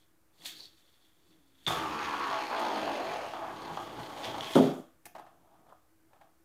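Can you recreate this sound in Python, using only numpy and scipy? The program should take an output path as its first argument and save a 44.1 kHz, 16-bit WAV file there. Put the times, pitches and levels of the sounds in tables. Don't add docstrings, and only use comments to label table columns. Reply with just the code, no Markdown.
import sys
import numpy as np
from scipy import signal
from scipy.fft import rfft, irfft, next_fast_len
from scipy.io import wavfile
from scipy.ndimage import uniform_filter1d

SR = 44100
rng = np.random.default_rng(int(sys.argv[2]) if len(sys.argv) > 2 else 0)


def inscribe(sig):
    pcm = np.round(np.clip(np.atleast_2d(sig).T, -1, 1) * 32767)
    wavfile.write(sys.argv[1], SR, pcm.astype(np.int16))


def elevation(decibels):
    levels = np.asarray(decibels, float)
    return 10 ** (levels / 20)


N = 284214

# centre_hz, width_hz, level_db
SHELL_MODES = [(1990, 410, -1.5), (2897, 610, 0.5), (3430, 560, 5), (4800, 870, -7), (5404, 940, -8),
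               (6800, 250, -9), (8030, 430, -21.5), (10960, 410, -30)]
# centre_hz, width_hz, level_db
PLANK_MODES = [(634, 340, 10), (737, 300, 13.5), (1249, 440, 0.5), (1795, 220, -7)]
# start_s, level_db
DOOR_BLOWS = [
    (4.5536, -15),
    (4.5614, -12.5),
    (4.5685, -18),
    (4.797, -38),
]


def rms_one(x):
    return x / np.sqrt(np.mean(x ** 2) + 1e-20)


def evened(x, span_s):
    return x / np.sqrt(uniform_filter1d(x * x, int(span_s * SR)) + 1e-12)


def low_pass(x, order, cutoff_hz):
    return signal.sosfilt(signal.butter(order, cutoff_hz, fs=SR, output="sos"), x)


def high_pass(x, order, cutoff_hz):
    return signal.sosfilt(signal.butter(order, cutoff_hz, "high", fs=SR, output="sos"), x)


def dull(x):
    return low_pass(x, 2, 1500)


def in_time(rows):
    s, *columns = np.transpose(rows)
    t = np.arange(N) / SR
    gate = np.interp(t, [s[0] - .002, s[0], s[-1], s[-1] + .01], [0, 1, 1, 0])
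    return [gate] + [np.interp(t, s, c) for c in columns]


def swell(s, db, rise_s, hold_s, fall_s):
    t = np.arange(N) / SR - s
    steps = np.maximum(np.maximum(-t / rise_s, (t - hold_s) / fall_s), 0)
    return elevation(db - 20 * steps)


def swells(rows):
    return sum(swell(*row) for row in rows)


def drift(rate_hz):
    knots = rng.standard_normal(2000)
    return np.interp(np.arange(N) / SR * rate_hz * 2, np.arange(2000), knots) * 1.2


def colour(x, spectrum):
    size = next_fast_len(N)
    hz, db = np.transpose(spectrum)
    f = np.maximum(np.arange(size // 2 + 1) * SR / size, 1)
    gain = elevation(np.interp(np.log(f), np.log(hz), db))
    return rms_one(irfft(rfft(x, size) * gain, size)[:N])


def poles(hz, width_hz):
    r = np.exp(-np.pi * width_hz / SR)
    return (1 - r * r) / 2 * np.array([1, 0, -1]), [1, -2 * r * np.cos(2 * np.pi * hz / SR), r * r]


def body(x, modes):
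    out = 0
    for k, (hz, width_hz, db) in enumerate(modes):
        out = out + (-1) ** k * elevation(db) * signal.lfilter(*poles(hz, width_hz), x + 1e-18)
    return out


def steep(x, modes):
    return rms_one(body(body(x, modes), modes))


def gliding(x, centre_hz, width_hz):
    out, state = np.zeros(N), np.zeros(2)
    for i in range(0, N, 256):
        out[i:i + 256], state = signal.lfilter(*poles(centre_hz[i], width_hz), x[i:i + 256], zi=state)
    return out


def grains(per_s, spread_db):
    sizes = elevation(spread_db * np.minimum(rng.exponential(1, N), 5)) * rng.choice([-1, 1], N)
    return rms_one(sizes * (rng.random(N) < per_s / SR))


def burst(times, dbs, length_s, rise_s=0.00018):
    out, t = np.zeros(N), np.arange(2000) / SR
    envelope = np.exp(-t / length_s) * (1 - np.exp(-t / rise_s))
    for s, db, noise in zip(times, dbs, rng.standard_normal((len(times), 2000))):
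        i = round(s * SR)
        out[i:i + 2000] += elevation(db) * noise * envelope
    return out


def room_tone():
    # freq_hz, level_db per Hz
    air = [(18, -28), (30, -9), (100, -5.5), (220, -12), (391, -13), (1450, -16.5), (3260, -27),
           (15700, -25)]
    # centre_hz, width_hz, level_db
    machinery = [(60, 15, -82), (157.7, 13, -92.5), (320.8, 10.3, -78.5)]
    tone_db = -67.5
    out = elevation(tone_db - 4 + 0.24 * drift(1.6)) * colour(rng.standard_normal(N), air)
    for hz, width_hz, db in machinery:
        hum = body(rng.standard_normal(N), [(hz, width_hz, 0)])
        out = out + elevation(db) * evened(hum, .2)
    return out


def plastic_contacts(once):
    return grains(2500, 3.34) * once + elevation(-5.0) * rng.standard_normal(N)


def friction_hiss():
    # freq_hz, level_db per Hz
    spectrum = [(880, -41), (1500, -1), (2010, -4), (3480, -6), (6500, -24.5), (7380, -29), (15500, -35.5)]
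    return colour(grains(9000, 3.2), spectrum[:1] + [(5000, -32.0), (7000, -27.5)] + spectrum[-3:])


def wheel_in_hand(contacts, hiss):
    # centre_hz, width_hz, level_db
    axle_modes = [(1810, 640, -10.5), (3430, 256, -4.5), (3750, 196, -9.5)]
    # centre_hz, width_hz, level_db
    teeth_modes = [(4010, 330, -2.5), (4505, 140, 1.5), (5200, 740, -13.5)]
    # time_s, effort_db, axle_and_hiss_vs_teeth_db
    pull = [(0.33, -84, 0), (0.446, -57.5, 0), (0.46, -36.5, -4.5), (0.48, -50.5, 3), (0.548, -57, -5),
            (0.585, -49.5, -10), (0.666, -52.5, -13.5), (0.688, -72.5, -2), (0.75, -73.5, -3)]
    # start_s, level_db, rise_s, hold_s, fall_s
    idle = [
        (0, -72.5, .01, 0.0016, 0.1),
        (.75, -80.5, .02, 0.858, 0.053),
        (.78, -70.5, 0.03, 0, .09),
        (0.903, -81, .1, 0.052, 0.048),
        (1.04, -79.5, 0.073, 0.016, 0.082),
        (1.3, -78.5, 0.12, 0, .1),
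        (1.59, -81, 0.055, 0, .05),
        (1.656, -63, 0.065, 0, 0.0112),
    ]
    axle = rms_one(signal.lfilter([1, -.95], 1, body(contacts, axle_modes)))
    axle = elevation(2.0 * drift(45)) * axle
    teeth = rms_one(body(body(contacts[::-1], teeth_modes), [(4330, 4250, 0)]))
    gate, effort_db, share_db = in_time(pull)
    pulled = elevation(-1.5) * teeth + elevation(share_db) * (axle + elevation(-2) * hiss)
    idling = axle + elevation(-5 + 2.5 * drift(12.1)) * teeth + elevation(-4) * hiss
    return gate * elevation(effort_db) * pulled + swells(idle) * idling


def hand():
    # start_s, level_db, rise_s, hold_s, fall_s
    kneel = [
        (.4, -67, .02, 0.26, .016),
        (1.297, -73, .1, 0.1, .06),
        (1.655, -69, 0.113, 0, .01),
        (5.049, -64, .003, 0.019, 0.069),
        (5.154, -59, .014, 0.0011, 0.15),
        (5.416, -75, .14, 0, .035),
        (5.704, -69, .6, 0, .065),
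        (6.168, -73.5, .27, 0.0048, .035),
        (6.206, -73.5, .022, 0, 0.166),
    ]
    # start_s, level_db, rise_s, hold_s, fall_s
    drags = [
        (.444, -63, 0.077, .014, .047),
        (.6, -64.5, .03, 0, 0.074),
        (5.152, -47, 0.0043, 0.0013, 0.04),
        (5.194, -50, 0.016, 0, 0.0437),
        (5.25, -61.5, 0.049, 0.031, 0.09),
        (5.45, -69.5, .2, 0.00017, 0.19),
        (5.545, -64, 0.078, 0, 0.16),
        (5.699, -59, .05, 0.0065, 0.064),
        (6.134, -65, .05, 0.025, .06),
        (6.212, -59.5, .01, 0.0036, .09),
    ]
    # start_s, plank_peak_db, middle_db, bright_db
    taps = [(5.054, -45, -47.5, -43.5), (5.062, -40, -49.5, -48.5), (5.15, -46, -50, -63),
            (5.161, -38.5, -51.5, -64.5), (5.182, -41.5, -51, -65), (5.194, -44, -54, -62),
            (5.264, -47, -58, -74), (5.543, -64, -87, -78), (5.665, -52.5, -69, -79.5),
            (5.691, -54, -65.5, -70.5), (5.723, -41, -81, -69.5), (5.762, -63, -79, -81),
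            (6.131, -52, -62, -90), (6.165, -56, -70, -90), (6.212, -48, -60, -88.5),
            (6.24, -58, -80, -77.5)]
    s, plank_db, middle_db, bright_db = np.transpose(taps)
    plank = dull(body(burst(s, plank_db + 5.0, 0.0055), PLANK_MODES))
    clack = burst(s, middle_db + 7, 0.009, rise_s=0.00076)
    clack = body(clack, [(1774, 620, 5), (2704, 1170, -1.5), (3910, 1750, -6.5)])
    tick = body(burst(s, bright_db + 4.5, 0.00643, rise_s=0.0016), [(8600, 17000, 0.00023)])
    scuff = rms_one(dull(body(grains(1200, 0.97), PLANK_MODES)))
    scuff = scuff + elevation(-18.0) * rms_one(body(grains(3000, 2.4), SHELL_MODES[:3]))
    give = body(rng.standard_normal(N), [(158.7, 51, 7), (272, 43, 7), (326, 33, 11), (464, 160, -0.5)])
    return plank + clack + tick + swells(drags) * scuff + swells(kneel) * rms_one(give)


def jolts():
    # start_s, shell_peak_db, plank_db
    joints = [(0.4564, -37.5, -42), (1.6651, -20, -38.5), (1.6774, -23, -21.5), (1.7044, -25, -20),
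              (2.149, -36.5, -20), (2.3106, -27, -21), (2.6504, -25, -36.5), (2.7586, -30, -21),
              (2.8764, -36, -18), (2.9183, -41, -47), (3.3348, -40, -22), (3.7714, -34, -17),
              (4.2537, -38, -25), (4.3434, -37, -23), (4.3814, -30, -38.5), (4.4074, -25, -34),
              (4.4434, -26.5, -46)]
    s, shell_db, plank_db = np.transpose(joints)
    soft = low_pass(burst(s, shell_db + 5.0, 0.0023), 2, 5500)
    return body(soft, SHELL_MODES) + body(burst(s, plank_db + 1, 0.004), PLANK_MODES)


def creak():
    # time_s, pitch_hz, level_db
    groan = [
        (1.2, 340, -84),
        (1.32, 330, -73),
        (1.42, 285, -71),
        (1.55, 270, -75),
        (1.65, 260, -78),
    ]
    gate, pitch_hz, level_db = in_time(groan)
    tone = np.sin(2 * np.pi * np.cumsum(pitch_hz + 8 * drift(20)) / SR)
    return gate * elevation(level_db + 3 + 2.0 * drift(15)) * tone


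def tread():
    # time_s, turns_per_s
    spin = [(1.7, 82.9), (2.248, 68.8), (2.322, 66.2), (2.452, 63.9), (2.518, 61.3), (2.612, 59.0),
            (2.858, 50.5), (2.94, 46.4), (3.1, 42.5)]
    # time_s, turns_per_s
    coast = [(3.3, 38), (3.8, 32), (4.6, 24)]
    # time_s, share (0-1)
    repeat = [(1.66, .55), (1.85, .58), (2.35, .64), (2.9, .54), (3.2, .3), (4.6, .1)]
    lugs_db = [0, 0, 0, 0, 0, 2, 1, 2, 2, 2, 2, 2, 2, 0, 3, 5, 3, 0, -1.5, -1]
    speed = spin + coast
    turns = np.cumsum(in_time(speed)[1]) / SR
    lug_amp = elevation(1.0 * rng.standard_normal(129) + np.pad(lugs_db, (1, 108)))
    shape = rms_one(irfft(np.exp(2j * np.pi * rng.random(129)) * lug_amp, 256))
    grit = rms_one(signal.lfilter([1], [1, -.35], rng.standard_normal((600, 256)), axis=0))
    turn_start = np.minimum(np.searchsorted(turns, np.arange(600)), N - 1)
    share = in_time(repeat)[1][turn_start, None]
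    bumps = share * shape + np.sqrt(1 - share ** 2) * grit
    once = 1 + .3 * np.cos(2 * np.pi * turns)
    passing = np.interp(turns * 256, np.arange(bumps.size), bumps.ravel())
    slowing = np.sqrt(in_time([(s, 60 / n) for s, n in speed])[1])
    return (.5 + .5 * once) * passing / slowing, once


def rolling(bumps):
    # time_s, tread_pressure_db, boards_vs_whir_db, whir_hz
    roll = [(1.67, -33, -8, 1066), (1.87, -35, -8.5, 960), (2.17, -35.5, -8.5, 1060), (2.36, -31, -15, 930),
            (2.43, -31.5, -11, 860), (2.55, -33.5, -10.5, 766.6), (2.62, -32, -8, 804),
            (2.89, -36, -4, 650), (3.13, -36, -11, 642), (3.23, -38, -11, 650), (3.43, -36.5, -12.5, 800),
            (3.57, -45.5, -4.5, 879.4), (3.64, -40, -7, 867.4), (3.8, -44, -4.5, 860),
            (3.93, -44.5, -1.5, 799.8), (4.15, -42.5, -9.5, 729), (4.3, -41.5, -2.5, 742),
            (4.54, -42, -11, 749.8)]
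    # centre_hz, width_hz, level_db
    floor_modes = [(650, 41, 0.5), (733, 25, 0.5), (850.9, 35, -0.5), (1053.2, 27, 2.5), (1114, 33, 0),
                   (1282, 60, -4)]
    # freq_hz, level_db per Hz
    boom = [(110, -42.5), (180, -28), (209, 0), (248, -4.5), (281, 3), (520, -1.5), (680, -10),
            (1140, -120)]
    # freq_hz, level_db per Hz
    rumble = [(24, -39), (45, -19), (92, -5.5), (124, -3), (151, -4), (170, -0.5), (220, -40), (370, -120)]
    # start_s, level_db
    crossings = [(1.68, -43.5), (1.78, -54.5), (1.9, -55), (2.05, -59.5), (2.3, -59.5), (2.85, -59),
                 (3.1, -60), (3.28, -64), (3.53, -62), (3.72, -53.5), (3.85, -64), (3.99, -52.5),
                 (4.29, -55), (4.4, -59), (4.54, -61.5)]
    gate, whir_db, hollow_db, centre_hz = in_time(roll)
    narrow = rms_one(gliding(gliding(bumps, centre_hz, 480.7), centre_hz, 800))
    narrow = narrow + elevation(-11) * rms_one(body(narrow, floor_modes))
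    whir = evened(narrow, 0.092) + elevation(-24.5) * rms_one(body(bumps, PLANK_MODES))
    whir = elevation(whir_db - 2 + 1.7 * drift(14)) * whir
    boards = elevation(whir_db + hollow_db) * evened(colour(bumps, boom), 0.07)
    hallway = rms_one(body(bumps[::-1], [(58, 6, 0)]))
    between_db = -65.5
    crossing = elevation(between_db) + sum(swell(s, db, 0.11, 0, 0.11) for s, db in crossings)
    joists = crossing * evened(colour(bumps, rumble) + 0.23 * hallway, 0.12)
    return gate * (whir + boards + joists)


def shell_rattle(contacts, hiss):
    # time_s, level_db, loudest_resonance_hz
    looseness = [(1.667, -43, 3500), (1.9, -47.5, 2600), (2.05, -45, 2570), (2.2, -45.5, 2500),
                 (2.3, -45, 3300), (2.45, -47, 2295), (2.56, -48, 2600), (2.66, -46.5, 3449),
                 (2.76, -45.5, 2900), (2.85, -47.5, 2800), (2.97, -46.5, 2700), (3.1, -47.5, 2300),
                 (3.25, -51, 2600), (3.4, -55.5, 3257), (3.56, -56.5, 3180), (3.7, -54.5, 3300),
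                 (3.9, -57, 3102), (4.05, -53, 3302), (4.2, -53.5, 3250), (4.6, -48.5, 3400)]
    # freq_hz, level_db per Hz
    chatter_spectrum = [(1000, -29), (1700, 1), (2010, 2.5), (2900, -5), (4360, -4), (6480, -14),
                        (7000, -25.5), (11000, -70)]
    # centre_hz, width_hz, level_db
    rim_modes = [(6480, 750, -23.5), (8500, 1100, -28.5), (11400, 1400, -36)]
    # start_s, rattle_db, hiss_db, fall_s per 20 dB
    flares = [
        (1.68, -39, -43.5, 0.19),
        (2.6, -56, -52, 0.03),
        (3.73, -58, -63, 0.17),
        (3.82, -62.5, -64.5, 0.09),
        (4.0, -57, -64, 0.3),
        (4.18, -52, -62, 0.16),
        (4.25, -43.5, -58.5, 0.1),
        (4.41, -54, -62, 1),
        (4.52, -53, -57, .15),
        (4.565, -44.5, -51, 0.1),
    ]
    # start_s, level_db, rise_s, hold_s, fall_s
    skid = (4.5, -66, 0.5, 0.29, 0.09)
    # start_s, level_db, rise_s, hold_s, fall_s
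    rasps = [(2.22, -58, .1, 0.039, 0.11), (2.473, -59, .15, .05, .1), (2.6, -55, .05, 0, 0.045),
             (2.76, -55, 0.055, 0.0046, 0.055), (2.86, -59, .03, 0, .04), (3.02, -62, .1, 0.14, 0.081),
             (3.62, -65, 0.071, 0.0031, .2), (4.007, -66, .05, 0.015, .1)]
    # centre_hz, width_hz, level_db
    rasp_mode = [(4170, 1000, 0)]
    # start_s, level_db, rise_s, hold_s, fall_s
    landing = (1.667, -36, .002, .015, .03)
    # centre_hz, width_hz, level_db
    landing_mode = [(3550, 300, 0)]
    land_s, end_s, rest_s, flare_rise_s = looseness[0][0], 4.66, 0.13, .03
    _, loose_db, centre_hz = in_time(looseness)
    moving = swell(land_s, 0, .001, end_s - land_s, rest_s)
    rattle_flares = sum(swell(s, db, flare_rise_s, 0, fall_s) for s, db, _, fall_s in flares)
    hiss_flares = sum(swell(s, db, flare_rise_s, 0, fall_s) for s, _, db, fall_s in flares)
    rattle = np.hypot(elevation(loose_db), rattle_flares)
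    slip = np.hypot(elevation(-62 + 0.47 * (loose_db + 46)), hiss_flares)
    wander = elevation(1.2 * drift(9)) * rms_one(gliding(contacts, centre_hz, 600))
    clatter = elevation(5 * drift(25)) * rms_one(body(contacts[::-1], SHELL_MODES[1:4]))
    chatter = rms_one(colour(contacts, chatter_spectrum) + 0.6 * wander + 0.24 * clatter)
    for hz, width_hz, db in rim_modes:
        chatter = chatter + elevation(db) * steep(contacts, [(hz, width_hz, 0)])
    out = moving * (rattle * elevation(1.2 * drift(20)) * chatter + slip * hiss) + swell(*skid) * hiss
    out = out + swells(rasps) * steep(contacts, rasp_mode)
    return out + swell(*landing) * steep(contacts, landing_mode)


def snicks():
    # start_s, peak_db
    contacts = [(2.1952, -44), (2.273, -41), (2.499, -45), (2.5978, -42), (2.6537, -42), (2.7415, -44),
                (2.7604, -42), (2.7804, -43), (2.8971, -49), (2.9176, -46), (2.9415, -45), (2.9759, -47),
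                (3.1396, -45), (3.168, -44), (3.2338, -50), (3.2633, -50), (3.3356, -50), (3.4853, -52),
                (3.5855, -54), (3.6075, -53), (3.6205, -49), (3.6983, -49), (3.7247, -52), (3.9357, -53),
                (3.9936, -48), (4.0984, -49), (4.1632, -46), (4.252, -39), (4.3827, -44)]
    s, db = np.transpose(contacts)
    modes = [(4300, 1500, 3), (5400, 900, 4), (6450, 600, 3), (7400, 700, -40), (8550, 800, -1)]
    return body(burst(s, db, .003), modes)


def ticks():
    # start_s, peak_db, ring_hz
    rings = [(2.4151, -27, 1890), (2.5147, -33, 2260), (2.5473, -31, 2100), (2.667, -29, 3580),
             (2.8351, -35, 2899), (2.9617, -31, 2470), (3.0297, -33, 2610), (3.0532, -32, 1823),
             (3.2554, -30, 1880), (3.4676, -41, 2798), (3.5825, -42, 1820), (3.6194, -35, 4240),
             (3.6693, -41, 1920), (3.7246, -40, 3930), (3.81, -41, 3570), (3.9551, -39, 3200),
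             (4.0534, -42, 3377), (4.2528, -33, 3320)]
    out = np.zeros(N)
    for start_s, db, hz in rings:
        i = round(start_s * SR)
        out[i:i + 800] += elevation(db + 19) * body(np.arange(800) == 0, [(hz, 410, 0)])
    return out


def door_cracks():
    # start_s, peak_db
    cracks = [
        (4.5351, -27),
        (4.554, -22),
        (4.5603, -24.5),
    ]
    edge = burst(*np.transpose(cracks), .002) * elevation(4)
    after_blow = np.arange(N) >= DOOR_BLOWS[0][0] * SR
    snap = body(edge * after_blow, [(8000, 3000, 0), (11200, 900, 3)])
    return body(edge, SHELL_MODES) + elevation(-15.5) * snap


def thud():
    # centre_hz, width_hz, level_db
    slap_modes = [(262, 83, 4), (400, 80, -3), (545, 53, -4)]
    # centre_hz, width_hz, level_db
    door_modes = [(150.2, 12, -6), (170, 12, -0.5), (196, 15, -2), (218, 20, -3), (241, 20, -1),
                  (260.7, 14, 8.5), (272, 14, 1.5), (297.6, 20, -2.5), (339, 22, -2.5), (359, 25, 1.5),
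                  (404.4, 20, 3.5), (462, 23, -6), (484, 30, -2.5), (549, 18, -2)]
    # time_s, level_db
    shudder = [(4.556, -14), (4.572, -17), (4.59, -15), (4.608, -15), (4.66, -23), (4.774, -42),
               (4.794, -42.5), (4.92, -93)]
    # freq_hz, level_db per Hz
    frame_spectrum = [(440, -31), (750, 0), (904, -5.5), (1080, -16.5), (1160, -5.5), (1900, -26),
                      (2470, -49.5), (4180, -120)]
    # start_s, level_db, rise_s, hold_s, fall_s
    knocks = [
        (4.557, -19.5, .002, 0.002, .03),
        (4.583, -19.5, .035, 0.00045, 0.028),
        (4.668, -33.5, .08, 0, .09),
        (4.77, -44.5, .15, 0, 0.07),
    ]
    push = np.zeros(N)
    for s, db in DOOR_BLOWS:
        push[round(s * SR)] = -elevation(db + 41.5)
    struck = body(signal.lfilter(np.hanning(50) / 25, 1, push), slap_modes)
    noise = rng.standard_normal(N)
    t = np.arange(N) / SR - DOOR_BLOWS[0][0]
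    shaken, free = 0, 0
    for k, (hz, width_hz, db) in enumerate(door_modes):
        shaken = shaken + elevation(db) * evened(body(noise, [(hz, width_hz, 0)]), .06)
        free = free + (-1) ** k * elevation(db) * np.sin(2 * np.pi * hz * t)
    free_share = 0.67
    panel = free_share * np.sqrt(2) * free + np.sqrt(1 - free_share ** 2) * shaken
    panel = low_pass(evened(panel, .04), 4, 850)
    frame = colour(rng.standard_normal(N), frame_spectrum)
    gate, panel_db = in_time(shudder)
    out = struck + gate * (elevation(panel_db - 3) * panel + elevation(-7) * swells(knocks) * frame)
    return high_pass(out, 6, 143)


def drone():
    # start_s, level_db, rise_s, hold_s, fall_s
    surges = [
        (5.62, -74, .1, .05, .1),
        (5.95, -70, .15, .12, .05),
        (6.26, -72, .05, .16, .1),
    ]
    hum = np.sin(2 * np.pi * np.cumsum(326 + 3 * drift(6)) / SR)
    return swells(surges) * hum


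def hall(x):
    # freq_hz, t60_s
    decay = [(100, 0.26), (400, 0.33), (1500, 0.42), (5000, 0.29), (15000, 0.19)]
    decay_hz, decay_s = np.transpose(decay)
    t, reply = np.arange(SR // 2) / SR, 0
    noise = rng.standard_normal(SR // 2)
    for low_hz in 60 * 2. ** np.arange(8):
        octave = signal.butter(2, [low_hz, 2 * low_hz], "band", fs=SR, output="sos")
        t60_s = np.interp(np.log(low_hz * np.sqrt(2)), np.log(decay_hz), decay_s)
        reply = reply + signal.sosfilt(octave, noise) * elevation(-60 * t / t60_s)
    reply = reply * np.clip((t - .003) / 0.015, 0, 1)
    return signal.fftconvolve(x, reply / np.sqrt(np.sum(reply ** 2)))[:N]


def scene():
    # landing_s, contact_lost (0-1), rise_s per 20 dB
    hops = [
        (2.5, 0.58, 0.2),
        (3.331, .8, 0.08),
        (3.769, 0.3, 0.05),
        (3.925, 0.44, 0.21),
        (4.341, 0.58, 0.03),
    ]
    bumps, once = tread()
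    contacts, hiss = plastic_contacts(once), friction_hiss()
    lost = sum(share * swell(s, 0, rise_s, 0, 0.0043) for s, share, rise_s in hops)
    floor_contact = 1 - np.clip(lost, 0, 1)
    steady = wheel_in_hand(contacts, hiss) + floor_contact * rolling(bumps) + shell_rattle(contacts, hiss)
    hits = jolts() + ticks() + door_cracks()
    near, knock = hand(), thud()
    wet = elevation(-2.5) * hall(elevation(-6) * steady + hits + elevation(-6.5) * near + elevation(-9) * knock)
    dry_only = room_tone() + creak() + snicks() + drone()
    return (steady + hits + near + knock + wet + dry_only)[None]


def top_cut(x):
    return signal.sosfilt(signal.butter(12, 15840, fs=SR, output="sos"), x)


def record(dry):
    x = high_pass(dry, 4, 50)
    x = signal.sosfilt(signal.cheby2(10, 60, 16800, fs=SR, output="sos"), x)
    offset = -0.00039
    return top_cut(x + offset)


dry = scene()
out = record(dry)
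inscribe(out)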